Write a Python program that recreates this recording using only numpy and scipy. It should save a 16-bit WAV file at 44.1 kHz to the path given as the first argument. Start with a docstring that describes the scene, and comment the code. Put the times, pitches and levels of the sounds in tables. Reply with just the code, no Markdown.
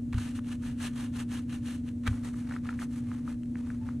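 """Rolling a coil of clay

Gloved hands roll clay to and fro on a paper-covered board. Twice they land with a slap and a
thump of the table. Each push and pull swishes, the paper crackles, and the damp clay lets go
with small sticky pops. Workshop machines hum and rumble throughout."""
import sys
import numpy as np
from scipy import signal
from scipy.fft import rfft, irfft
from scipy.io import wavfile

SR = 44100
rng = np.random.default_rng(int(sys.argv[2]) if len(sys.argv) > 2 else 0)


def store_pcm(level_fs):
    """Save levels as 16-bit WAV."""
    pcm = np.round(np.clip(level_fs, -1, 1) * 32767).astype(np.int16)
    wavfile.write(sys.argv[1], SR, np.atleast_2d(pcm).T)


N = 176400
T = np.arange(N) / SR
HZ = np.fft.rfftfreq(N, 1 / SR)

# Each push or pull: peak_s, rise_s, fall_s, scrape_db, brush_db (base level of hiss and rasp)
HAND_STROKES = [(0.227, 0.081, 0.12, -53, -48.5), (0.363, 0.015, 0.03, -57.5, -48.5),
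                (0.524, 0.075, 0.039, -55, -51.5), (.665, 0.052, 0.072, -54, -52),
                (0.851, 0.056, 0.047, -46.5, -40), (1.008, 0.069, 0.072, -50, -48),
                (1.203, .062, .034, -48.5, -45.5), (1.338, 0.044, 0.073, -50.5, -46.5),
                (1.538, 0.051, 0.055, -54.5, -51), (1.691, 0.053, 0.083, -54, -46.5),
                (1.882, 0.039, 0.037, -63, -59), (2.11, 0.068, 0.14, -54.5, -55),
                (2.265, 0.033, 0.047, -49, -49), (2.39, 0.084, 0.063, -57.5, -55.5),
                (2.53, 0.083, 0.06, -51, -59), (2.68, 0.048, 0.089, -51.5, -58.5),
                (2.829, 0.046, 0.029, -48, -46.5), (2.972, 0.071, 0.045, -58.5, -54),
                (3.14, 0.12, 0.082, -57, -60), (3.308, 0.067, 0.04, -55, -57),
                (3.6, 0.068, 0.031, -59.5, -63.5), (3.695, 0.081, 0.1, -59.5, -62.5),
                (3.875, 0.065, 0.081, -58, -66)]
# Tone of clay dragging, glove fabric brushing and paper rasping: frequency_hz, relative_db
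SCRAPE_TONE = [(150, -16), (450, -1), (700, -1.5), (880, 0), (1280, -0.5), (1750, -2), (2200, -6),
               (3200, -12), (16000, -25)]
HISS_TONE = [(600, -25), (1750, 3), (2800, -1.5), (4200, -3), (4950, -6.5), (6250, 0.5), (7300, -2),
             (8500, 2), (9700, -2), (11400, -3.5), (16000, -12)]
RASP_TONE = [(1000, -10.5), (1750, 2), (2080, -11), (2850, 2), (3450, -5), (4150, -7), (5000, -18)]
HISS_OFFSET_DB, RASP_OFFSET_DB, ROLLING_FROM_S = -4, -4.5, 2.0


def rubbing():
    """Clay scrapes, gloves hiss and paper rasps, swelling and fading with the speed of the hands."""
    scrape_power, hiss_power, rasp_power = np.zeros((3, N))
    for peak, rise, fall, scrape_db, brush_db in HAND_STROKES:
        swell_db = -12 * (abs(T - peak) / np.where(T < peak, rise, fall)) ** 2.11
        rolling_db = -8 * (peak > ROLLING_FROM_S)  # less rasp once the coil rolls freely
        scrape_power += amp(scrape_db + swell_db) ** 2
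        hiss_power += amp(brush_db + HISS_OFFSET_DB + swell_db) ** 2
        rasp_power += amp(brush_db + RASP_OFFSET_DB + rolling_db + swell_db) ** 2
    scrape = np.sqrt(scrape_power) * noise(SCRAPE_TONE, grain=0.56)
    hiss = np.sqrt(hiss_power) * noise(HISS_TONE, grain=0.16)
    rasp = np.sqrt(rasp_power) * noise(RASP_TONE, grain=0.56)
    lumps = amp(2 * wander(hz=28))  # a lumpy coil presses unevenly on the paper
    judder = amp(1.68 * wander(hz=64))
    return (scrape + hiss + rasp * lumps) * judder


# Damp clay letting go: start_s, level_db, pitch_hz, decay_s
CLAY_POPS = [(0.39, -34.5, 1120, 0.00075), (.636, -40, 1380, 0.00098), (2.0574, -39, 1750, 0.00058),
             (2.1297, -38, 980, 0.00088), (2.3423, -40, 1210, 0.00091), (2.5106, -33, 1410, 0.0015),
             (2.5213, -33, 1380, 0.00078), (2.538, -38, 1760, 0.0013), (2.564, -28.5, 1250, 0.001),
             (2.6555, -40, 1190, 0.0011), (2.69, -27.5, 1650, 0.00048), (2.6915, -29, 1360, 0.0021),
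             (2.728, -34.5, 1120, 0.00056), (2.791, -30, 1550, 0.00081), (2.819, -33, 1160, 0.0015),
             (2.8274, -31.5, 1220, 0.00075), (3.1163, -32, 1120, 0.00072), (3.2769, -36, 1240, 0.0023),
             (3.5558, -33.5, 1530, 0.00063), (3.7026, -33.5, 1440, 0.0011), (3.8894, -30.5, 1090, 0.00071)]
# Tone of the noise in a pop: frequency_hz, relative_db
POP_TONE = [(550, 9), (880, 24), (1400, -2), (2500, -7), (3300, -14), (9000, -40)]
POP_SAG, POP_SAG_S, POP_MUFFLE_HZ = 0.45, 0.0007, 2650


def pops():
    """A pocket under the clay opens with a tiny ring that starts high and sags to its pitch."""
    ring, burst = np.zeros((2, N))
    for start, db, hz, decay in CLAY_POPS:
        t = np.maximum(T - start, 0)
        attack = 1 - np.exp(-(t / (0.4 * decay)) ** 2)
        loudness = amp(db) * attack * np.exp(-t / decay)
        cycles = hz * (t + POP_SAG * POP_SAG_S * (1 - np.exp(-t / POP_SAG_S)))
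        ring += 2 * loudness * np.sin(2 * np.pi * cycles)
        burst += loudness
    scrape = 0.4 * burst * noise(POP_TONE)
    muffle = 1 / np.sqrt(1 + (HZ / POP_MUFFLE_HZ) ** 10)  # soft clay dulls the highs
    return irfft(rfft(ring + scrape) * muffle, N)


# Gloves meeting clay: peak_s, level_db, rise_s, decay_s
GLOVE_SLAPS = [(0.1272, -41.5, 0.00064, 0.0028), (.132, -39, 0.0009, 0.0043),
               (0.1431, -39.5, 0.0009, 0.005), (.184, -34, 0.0028, 0.0036), (.802, -42.5, .001, 0.0067),
               (2.035, -52.5, .0005, 0.036), (2.071, -29.5, 0.0043, 0.0018), (2.076, -23, 0.0006, 0.0037),
               (2.818, -43.5, 0.001, 0.0034)]
# Tone of a slap: frequency_hz, relative_db
SLAP_TONE = [(200, 4.5), (700, -10), (1000, -1.5), (1400, 2.5), (2200, -5), (3000, -10), (3800, -7.5),
             (4900, -19.5), (8000, -16.5), (11000, -23), (16000, -16.5)]


def slaps():
    """Gloves smack the clay: soft bursts of noise that do not ring."""
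    loudness = sum(amp(db) * np.exp(-abs(T - peak) / np.where(T < peak, rise, decay))
                   for peak, db, rise, decay in GLOVE_SLAPS)
    return loudness * noise(SLAP_TONE, grain=0.15)


# Weight landing on the table: start_s, level_db
LANDINGS = [(0.1461, -23), (2.0829, -23)]
# The table's own notes: pitch_hz, relative_db, ring_s (time to fade by 60 dB)
TABLE_NOTES = [(48, -3.5, 0.22), (77.6, 6, 0.13), (104.9, 2, 0.28), (167, -16, 0.15)]
THUMP_RISE_S = 0.0051


def thumps():
    """The table's low notes ring under the weight of the hands."""
    out = np.zeros(N)
    for start, db in LANDINGS:
        t = np.maximum(T - start, 0)
        attack = 1 - np.exp(-t / THUMP_RISE_S)
        for hz, note_db, ring_s in TABLE_NOTES:
            out += attack * amp(db + note_db - 60 * t / ring_s) * np.sin(2 * np.pi * hz * t)
    return out


# Snaps of the paper cover: start_s, level_db
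PAPER_SNAPS = [(.393, -44), (1.139, -47), (1.495, -43.5), (1.662, -42), (1.8892, -44), (3.434, -50),
               (3.458, -56.5)]
SNAP_DECAY_S = 0.0009


def crackles():
    """The paper snaps faintly as the weight shifts."""
    loudness = sum(amp(db) * (T > start) * np.exp(-abs(T - start) / SNAP_DECAY_S)
                   for start, db in PAPER_SNAPS)
    return loudness * (noise(RASP_TONE) + 0.5 * noise(HISS_TONE))


# One faint squeak: peak_s, half_length_s, pitch_hz, half_width_hz, level_db
GLOVE_SQUEAK = (3.835, .05, 885, 55, -63)


def squeak():
    """Glove rubber slips on clay: a band of noise so narrow that it has a pitch."""
    peak, half_length, hz, half_width, db = GLOVE_SQUEAK
    band = 1 / (1 + ((HZ - hz) / half_width) ** 4)
    slip = unit(irfft(rfft(rng.standard_normal(N)) * band, N))
    return amp(db) * np.exp(-((T - peak) / half_length) ** 4) * slip


ECHO_DB, ECHO_FADE_S = -24.5, 0.14


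def room_echo(sound):
    """Reflections from the room add a short, dull tail."""
    tail = (noise(SCRAPE_TONE) * amp(-60 * T / ECHO_FADE_S))[:, :SR // 2]
    tail /= np.linalg.norm(tail[0])
    return amp(ECHO_DB) * signal.fftconvolve(sound, tail, axes=1)[:, :N]


# Humming machines: pitch_hz, level_db
MACHINE_NOTES = [(120, -58.5), (213.8, -61), (240, -36), (262.7, -49), (265.5, -55.5), (295.6, -57.5),
                 (480, -68), (595, -68)]
# Tone of the room's rumble and air: frequency_hz, relative_db
RUMBLE_TONE = [(20, -14), (32, -28), (42, -5), (65, -7), (85, 1), (102, 4), (116, 1), (132, 1), (147, -2.5),
               (170, -9.5), (250, -8), (310, -9.5), (380, -23.5), (550, -25), (900, -38), (2500, -67)]
AIR_TONE = [(100, -7.5), (700, -16), (1400, 0), (3000, -4.5), (5000, -7), (8500, -3.5), (10000, -6.5),
            (16000, -7.5)]
RUMBLE_DB, AIR_DB = -41.5, -68


def workshop():
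    """Steady machine notes beat against each other over rumble and faint air noise."""
    hum = np.zeros(N)
    for hz, db in MACHINE_NOTES:
        loudness = np.sqrt(2) * amp(db + 0.3 * wander(hz=5.4))
        phase = 2 * np.pi * (hz * T + rng.random()) + 0.24 * wander(hz=2.1)
        hum += loudness * np.sin(phase)
    return hum + amp(RUMBLE_DB) * noise(RUMBLE_TONE) + amp(AIR_DB) * noise(AIR_TONE)


# How alike the two microphones sound: frequency_hz, likeness (0 unrelated, 1 the same)
STEREO_LIKENESS = [(100, 1), (330, 0.74), (620, 0.096), (1150, 0.76), (1900, 1), (3200, 0.58), (4100, 0.86),
                   (5000, 0.47), (6600, 0.81), (8000, 0.26), (11300, 0.78), (12600, .998)]
CLICKS_PER_S = 1500


def noise(tone, grain=0):
    """Stereo noise of strength 1 with the given tone; grain is the share made of tiny clicks."""
    clicks = unit(rng.standard_normal((2, N)) * (rng.random(N) < CLICKS_PER_S / SR))
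    smooth = rng.standard_normal((2, N))
    shared, apart = rfft(np.sqrt(1 - grain) * smooth + np.sqrt(grain) * clicks)
    likeness = curve(STEREO_LIKENESS)
    shared *= np.sqrt(1 + likeness)
    apart *= np.sqrt(1 - likeness)
    left_right = np.array([shared + apart, shared - apart])
    return unit(irfft(left_right * amp(curve(tone)), N))


def wander(hz):
    """A smooth random wobble of strength 1, up to about this rate."""
    return unit(irfft(rfft(rng.standard_normal(N)) / (1 + (HZ / hz) ** 4), N))


def curve(points):
    """Joins a table's points to give a value at every frequency."""
    hz, value = np.transpose(points)
    return np.interp(np.log(HZ + 1), np.log(hz), value)


def amp(db):
    """Turns decibels into a multiplier."""
    return 10 ** (np.asarray(db) / 20)


def unit(x):
    """Scales a signal to an average strength (rms) of 1."""
    return x / np.sqrt(np.mean(x ** 2) + 1e-20)


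def scene():
    """Hands and clay in the humming room."""
    hands = rubbing() + pops() + slaps() + crackles() + squeak() + thumps()
    return hands + room_echo(hands) + workshop()


# How far the left microphone's wave trails the right's: frequency_hz, lag_radians
LEFT_LAG = [(640, 2.74), (950, .001), (4200, 0.087), (5000, 2.05), (5700, .05), (7000, 0.6), (8300, 0.95),
            (9600, 1.65), (11300, 1.8), (12300, 3.2), (16000, 3.12)]
TREBLE_LIMIT_HZ = 15800


def record(dry):
    """The two microphones fall out of step above the bass and lose the very highest sounds."""
    above_bass = np.clip((HZ - 400) / 200, 0, 1)
    half_shift = np.exp(0.5j * curve(LEFT_LAG) * above_bass)
    responses = irfft(np.array([1 / half_shift, half_shift]) * (HZ < TREBLE_LIMIT_HZ), N)
    filters = np.roll(responses, 512, axis=1)[:, :1025] * np.kaiser(1025, 9)
    padded = np.pad(dry, ((0, 0), (512, 512)), "reflect", reflect_type="odd")
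    balance = amp([[0.2], [-0.2]])  # left is a touch louder
    return signal.oaconvolve(padded, filters, "valid", axes=1) * balance


dry = scene()
out = record(dry)
store_pcm(out)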